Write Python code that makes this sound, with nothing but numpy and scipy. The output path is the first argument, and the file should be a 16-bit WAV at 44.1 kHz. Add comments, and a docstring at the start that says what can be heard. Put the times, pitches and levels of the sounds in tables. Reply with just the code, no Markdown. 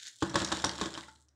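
"""Hard stone lumps shaken out of a tilted plastic jar knock a wooden table, modelled as sharp blows
with damped table modes and bursts of dense modes, and click together as short pitched noise.
Grit slides along the jar wall and small stones tick and roll: random impulses, filtered.
The rattle thins over a faint trickle of crumbs; noise bands and rim modes squeak near the end.
A bare room adds echoes and a short tail; a low table mode hums on over quiet room noise."""
import sys
import numpy as np
from scipy import signal
from scipy.fft import rfft, irfft, next_fast_len
from scipy.io import wavfile

SR = 44100
rng = np.random.default_rng(int(sys.argv[2]) if len(sys.argv) > 2 else 0)


def generate_wav(sig):
    """Save sig (samples, or channels by samples) to the path in sys.argv[1] as 16-bit PCM at SR."""
    pcm = np.round(np.clip(np.atleast_2d(sig).T, -1, 1) * 32767).astype(np.int16)
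    wavfile.write(sys.argv[1], SR, pcm)


N = 59535  # length in samples


def amp(db):
    """Decibels to amplitude ratio: 20 dB per factor of ten."""
    return 10 ** (np.asarray(db) / 20)


def unit(x):
    """Normalization to an RMS of 1."""
    return x / np.sqrt(np.mean(x ** 2) + 1e-20)


def along(points, hz):
    """Linear interpolation of (Hz, value) points over logarithmic frequency."""
    point_hz, value = np.transpose(points)
    return np.interp(np.log(hz + 1), np.log(point_hz + 1), value)


def curves(rows):
    """Piecewise-linear time courses, one per column after the time; end values are held."""
    time_s, *columns = np.transpose(rows)
    return [np.interp(np.arange(N) / SR, time_s, column) for column in columns]


def ring_time():
    """Time axis of one blow, in seconds from contact."""
    return np.arange(N) / SR


def add(track, start_s, x):
    """Superposition: mix x into the track from start_s."""
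    start = max(0, round(start_s * SR))
    track[start:start + len(x)] += x[:max(0, N - start)]


def colour(x, spectrum, size=4096):
    """Minimum-phase filtering: folding the cepstrum makes the response causal."""
    level_db = along(spectrum, np.fft.rfftfreq(size, 1 / SR))
    cepstrum = irfft(np.log(amp(level_db)))
    cepstrum[1:size // 2] *= 2
    cepstrum[size // 2 + 1:] = 0
    response = irfft(np.exp(rfft(cepstrum)))
    return signal.fftconvolve(x, response)[:len(x)]


def fade(t, t60):
    """Exponential damping: a fall of 60 dB in t60 seconds."""
    return np.exp(-np.log(1000) * t / t60)


def burst(spectrum, t60):
    """High modal density: overlapping modes act as decaying coloured noise of initial level about 1."""
    envelope = fade(ring_time(), t60)
    noise = colour(envelope * rng.standard_normal(len(envelope)), spectrum)
    return unit(noise) * np.sqrt(np.mean(envelope ** 2))


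def ring(modes, scatter_db):
    """Modal superposition: damped sines whose levels vary randomly from blow to blow."""
    t = ring_time()
    out = np.zeros(N)
    for hz, db, t60 in modes:
        level = amp(db + scatter_db * rng.standard_normal())
        out += level * fade(t, t60) * np.sin(2 * np.pi * hz * t)
    return out


def contacts(per_s, scatter_db):
    """Random point process: sparse impulses of either sign and uneven size."""
    happens = rng.random(N) < per_s / SR
    size = amp(scatter_db * np.minimum(rng.exponential(size=N), 4))
    return happens * size * np.sign(rng.standard_normal(N))


def in_room(x, count=10):
    """Room impulse response: direct sound, early wall echoes and a frequency-dependent diffuse tail."""
    # Reverberation time of the room: hz, t60_s
    room_decay = [(80, .6), (310, 0.58), (450, 0.37), (700, 0.42), (1000, 0.39), (1600, 0.31), (2400, 0.33),
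                  (4000, 0.29), (7500, 0.27), (12000, 0.34)]
    tail_db, walls_db, build_up_s = -10, -12, 0.014
    hz, t, z = signal.stft(rng.standard_normal(SR // 2), SR, nperseg=256)
    decay = fade(t, along(room_decay, hz)[:, None])
    tail = signal.istft(z * decay, SR, nperseg=256)[1]
    tail *= 1 - np.exp(-np.arange(len(tail)) / SR / build_up_s)  # the tail swells in
    answer = amp(tail_db) * tail / np.linalg.norm(tail)
    echo_s = rng.uniform(.003, .03, count)
    answer[(echo_s * SR).astype(int)] += amp(walls_db) / np.sqrt(count)
    answer[0] = 1  # direct sound
    return signal.fftconvolve(x, answer)[:N]


def slide():
    """Stick-slip friction: grit scrapes down the thin jar wall in a dense run of slips."""
    # Course of the scrape before the room: time_s, level_db
    scrape = [(0, -51.5), (.02, -49), (.05, -51.5), (.075, -46.5), (.1, -58.5), (.13, -71), (.16, -74),
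              (.2, -97)]
    # Colour of the scrape: hz, level_db
    grit_spectrum = [(100, -22.5), (1150, -24.5), (1550, 1), (2600, -7), (3700, 4), (5000, -3.5),
                     (7000, 0.5), (9000, -19), (12000, -25.5), (15500, -42)]
    level_db, = curves(scrape)
    slips = contacts(3200, scatter_db=5)
    return in_room(amp(level_db) * unit(colour(slips, grit_spectrum)))


def settle():
    """Dense micro-impacts: crumbs trickle faintly throughout and finally come to rest."""
    # Course of the trickle, steady before the first row: time_s, level_db
    trickle = [(1.0, -61), (1.07, -71.5), (1.13, -65.5), (1.19, -70.5), (1.235, -72.5), (1.27, -98.5),
               (1.34, -96.5)]
    # Colour of the trickle: hz, level_db
    crumb_spectrum = [(300, -41), (1400, -18), (2400, -27.5), (3400, 1.5), (5500, -0.5), (7500, 4.5),
                      (9500, -5.5), (12000, -21), (15500, -23)]
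    level_db, = curves(trickle)
    impacts = contacts(2500, scatter_db=7)
    return in_room(amp(level_db) * unit(colour(impacts, crumb_spectrum)))


def room_noise():
    """Stationary filtered noise: the quiet background of the room."""
    # Colour of the background: hz, level_db
    floor_spectrum = [(25, -16.5), (70, 2), (110, 17), (170, -16), (300, 6), (600, -10), (1400, -12),
                      (2400, -27.5), (8000, -30), (15000, -30.5)]
    noise = colour(rng.standard_normal(N), floor_spectrum)
    return amp(-80) * unit(noise)


def tumble(size=1024):
    """Granular impact noise: small stones tick together and roll on the table as the flow changes."""
    # Flow of tumbling stones before the room: time_s, rattle_db, roll_db
    flow = [(.17, -70, -100), (.21, -56.5, -75), (.25, -48.5, -54.5), (.33, -56.5, -49.5), (.39, -41, -40),
            (.48, -48.5, -46), (.57, -44, -45), (.63, -51.5, -52.5), (.68, -55, -44.5), (.76, -52.5, -52.5),
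            (.85, -47, -42.5), (.915, -57, -58), (.97, -57.5, -49), (1.04, -63, -63), (1.10, -61, -81),
            (1.17, -106, -87.5)]
    # Colours of rattle and rolling: hz, level_db
    chatter_spectrum = [(500, -21.5), (1500, -15.5), (2300, -3.5), (3300, 6.5), (3900, 6), (4700, -0.5),
                        (5500, 3.5), (6100, -4), (7300, 4.5), (9500, -14.5), (12000, -27), (15500, -38.5)]
    roll_spectrum = [(40, -34), (150, -1.5), (325, 0.5), (450, -9), (570, 7), (750, -1.5), (1100, 1),
                     (1700, 3), (2300, -8), (5000, -41)]
    grains_per_s, grain_hz, grain_spread = 900, 4860, 0.46  # median pitch; spread in log pitch
    grain_t60, grain_scatter_db = 0.024, 1.5  # seconds; dB per natural-log unit of strength
    chatter_per_s, chatter_scatter_db, ringing_db = 420, 4.5, -9  # ringing relative to impulses
    rattle_db, roll_db = curves(flow)

    # Short decaying cosines at random times
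    when, pitch, strength = rng.random((int(grains_per_s * N / SR), 3)).T
    hz = grain_hz * (pitch / (1 - pitch)) ** (grain_spread / 2)  # log-logistic pitches
    hz = np.clip(hz, 1000, SR / 3)
    t = np.arange(size) / SR
    level = amp(-grain_scatter_db * np.log(strength + 0.03))
    grains = level[:, None] * fade(t, grain_t60) * np.cos(2 * np.pi * hz[:, None] * t)
    places = (when * N).astype(int)[:, None] + np.arange(size)
    ticks = np.bincount(places.ravel(), grains.ravel(), N)[:N]

    chatter = unit(contacts(chatter_per_s, scatter_db=chatter_scatter_db))
    mixed = chatter + amp(ringing_db) * unit(ticks)
    rattle = amp(rattle_db) * unit(colour(mixed, chatter_spectrum))
    roll = amp(roll_db) * unit(colour(contacts(700, scatter_db=0.5), roll_spectrum))
    return in_room(rattle + roll)


def clicks():
    """Hard elastic impact: two stones meet in a sharp crack and a very short ring around one pitch."""
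    # Stone against stone, levels before the common gain: start_s, level_db, pitch_hz
    collisions = [(0.013, -52, 6820), (0.0614, -40.5, 3740), (0.0687, -37, 5550), (.081, -35.5, 6950),
                  (0.2171, -40, 3360), (0.2989, -35.5, 6020), (0.3583, -25, 5740), (0.392, -33.5, 5600),
                  (.402, -26, 3720), (.417, -39, 6950), (0.4327, -52, 6090), (.447, -22.5, 5720),
                  (0.4486, -28.5, 4290), (.463, -35, 7000), (0.487, -34, 5130), (.526, -24.5, 3960),
                  (.550, -39, 7000), (0.56, -49, 4200), (0.5703, -33, 3930), (0.5903, -36, 5000),
                  (0.6, -32.5, 3810), (.620, -37.5, 6800), (.645, -24, 3800), (0.6455, -17.5, 5810),
                  (.6675, -32, 3680), (.6935, -24.5, 3305), (.714, -36, 5800), (0.756, -39.5, 5550),
                  (0.798, -35.5, 3150), (0.849, -38.5, 5800), (0.865, -52, 5280), (0.94, -34.5, 3920),
                  (0.9451, -38, 3770), (0.951, -34, 3290), (1.009, -39.5, 3840), (1.036, -45, 3700),
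                  (1.084, -49, 4830), (1.1581, -52.5, 4200), (1.2848, -58.5, 5910), (1.289, -60.5, 6000)]
    # Colour of the stones: hz, level_db
    stone_spectrum = [(300, -39.5), (900, -14), (1500, 4.5), (2300, -6.5), (3500, -3), (7400, -5),
                      (9500, -9), (12000, -31), (15500, -39.5)]
    ring_t60, crack_t60 = 0.015, 0.0016  # seconds
    gain_db, crack_db = 3, -6  # crack relative to ring
    out = np.zeros(N)
    for start_s, db, hz in collisions:
        # The repeated pitch makes a 9 dB step down above it
        band = [(hz / 3, -26), (hz / 1.22, -9), (hz, 0), (hz, -9), (hz * 3, -24)]
        tone = burst(band, ring_t60)
        crack = burst([(1000, 2.5), (8000, 4.5), (14000, -18)], crack_t60)
        click = colour(tone + amp(crack_db) * crack, stone_spectrum)
        add(out, start_s, in_room(amp(db + gain_db) * click))
    return out


def knocks():
    """Impact excitation: a landing lump strikes a blow, thumps and raps the table, and clacks itself."""
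    # Lumps landing, levels before the part gains: start_s, thump_db, rap_db, clack_db
    landings = [(0.2233, -21, -29.5, -44.5), (0.2259, -65, -27.5, -33), (0.3424, -27, -34.5, -36),
                (0.3563, -22, -21, -27.5), (.372, -58, -33.5, -44), (0.415, -33, -36, -40),
                (.426, -33, -38.5, -41), (0.5182, -35, -29, -30), (0.5234, -27.5, -28.5, -32.5),
                (.642, -25.5, -23.5, -29.5), (.656, -31, -55, -36.5), (.786, -43, -40.5, -58),
                (.813, -27, -30, -30), (.830, -35, -34, -42), (.858, -36.5, -50.5, -37.5),
                (0.976, -43, -38.5, -39.5)]
    # Low modes of the table top: hz, level_db, t60_s
    table_modes = [(72.7, -21.5, 2.3), (94.6, -4, .1), (129.8, -21.5, 1), (189, -7, 0.44), (251, -23, 0.24),
                   (317, -3.5, .22), (330.4, -1.5, 0.33), (436.6, -10.5, .1), (565, -8, 0.19),
                   (695, -19, 0.15)]
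    # Its stiff upper modes, struck by hard contact: hz, level_db, t60_s
    panel_modes = [(897, -11.5, 0.11), (986.6, -2.5, 0.063), (1089, 1.5, 0.055), (1210, -17, 0.025),
                   (1372, -9.5, 0.06), (1540, -11.5, 0.11), (1682, -9.5, .08)]
    # Colours of the first sharp contact, thump, rap and clack: hz, level_db
    blow_spectrum = [(40, -26.5), (120, -4.5), (400, 6), (1100, -9.5), (1700, -14), (2300, -7.5),
                     (4000, -2.5), (7500, -21), (11000, -49), (15000, -62)]
    thump_spectrum = [(30, -32.5), (60, -6.5), (100, 1.5), (350, 5), (600, -7.5), (1200, -21), (3000, -68)]
    rap_spectrum = [(150, -17), (500, -5.5), (1100, 3), (1700, 0.5), (2200, -15), (5000, -47.5)]
    clack_spectrum = [(500, -20), (2200, -4), (2700, -3), (3500, 8.5), (4600, 0), (5500, -3.5), (7400, 0.5),
                      (9500, -15), (12000, -32), (15500, -42.5)]
    thump_t60, rap_t60, clack_t60 = 0.074, 0.046, 0.049  # seconds
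    # Part gains; blow_db sets the blow's peak over the rap level
    table_db, thump_gain_db, panel_db, rap_gain_db, blow_db = -7, -6, -6, -3, 2
    out = np.zeros(N)
    blow = colour(signal.unit_impulse(N), blow_spectrum)
    blow *= amp(blow_db) / np.abs(blow).max()
    for start_s, thump_db, rap_db, clack_db in landings:
        thump = amp(thump_gain_db) * burst(thump_spectrum, thump_t60)
        panel = amp(panel_db) * ring(panel_modes, scatter_db=3.5)
        rap = blow + panel + amp(rap_gain_db) * burst(rap_spectrum, rap_t60)
        clack = burst(clack_spectrum, clack_t60)
        hit = amp(thump_db) * thump + amp(rap_db) * rap + amp(clack_db) * clack
        add(out, start_s, in_room(hit))
        # The low modes are added without the room
        add(out, start_s, amp(thump_db + table_db) * ring(table_modes, scatter_db=1))
    return out


def squeaks():
    """Frictional excitation: stone rubs plastic in brief rough noise bands and sets the rim ringing."""
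    # A stone rubs the plastic rim: start_s, level_db, pitch_hz
    rubs = [(1.028, -51, 1960), (1.083, -53, 1480)]
    # Modes of the jar's rim: hz, level_db, t60_s
    rim_modes = [(883, -7, 0.13), (1329, -2, 0.062), (1393, -1, 0.044)]
    attack_s, squeak_t60 = 0.0009, 0.073  # seconds
    edge = 1 + .22  # band edge as a ratio to the pitch
    out = np.zeros(N)
    for start_s, db, hz in rubs:
        band = [(hz / 2, -35), (hz / edge, -16), (hz, 0), (hz * edge, -16), (hz * 2, -35), (hz * 6, -56)]
        onset = 1 - np.exp(-ring_time() / attack_s)
        tone = onset * burst(band, squeak_t60)
        squeak = tone + ring(rim_modes, scatter_db=5)
        add(out, start_s, in_room(amp(db) * squeak))
    return out


def scene():
    """Linear superposition of all sources at one microphone."""
    jar_and_room = slide() + settle() + room_noise()
    stones = tumble() + clicks() + knocks() + squeaks()
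    return (jar_and_room + stones)[None]


def record(dry):
    """Band limitation: the deepest bass rolls off and nothing passes above the upper limit."""
    low_cut_hz, top_hz = 79.5, 15780
    high_pass = signal.butter(3, low_cut_hz, "highpass", fs=SR, output="sos")
    thin = signal.sosfilt(high_pass, dry)
    size = next_fast_len(N + SR // 2)  # zero padding
    passed = np.fft.rfftfreq(size, 1 / SR) < top_hz
    return irfft(rfft(thin, size) * passed, size)[..., :N]


dry = scene()
out = record(dry)
generate_wav(out)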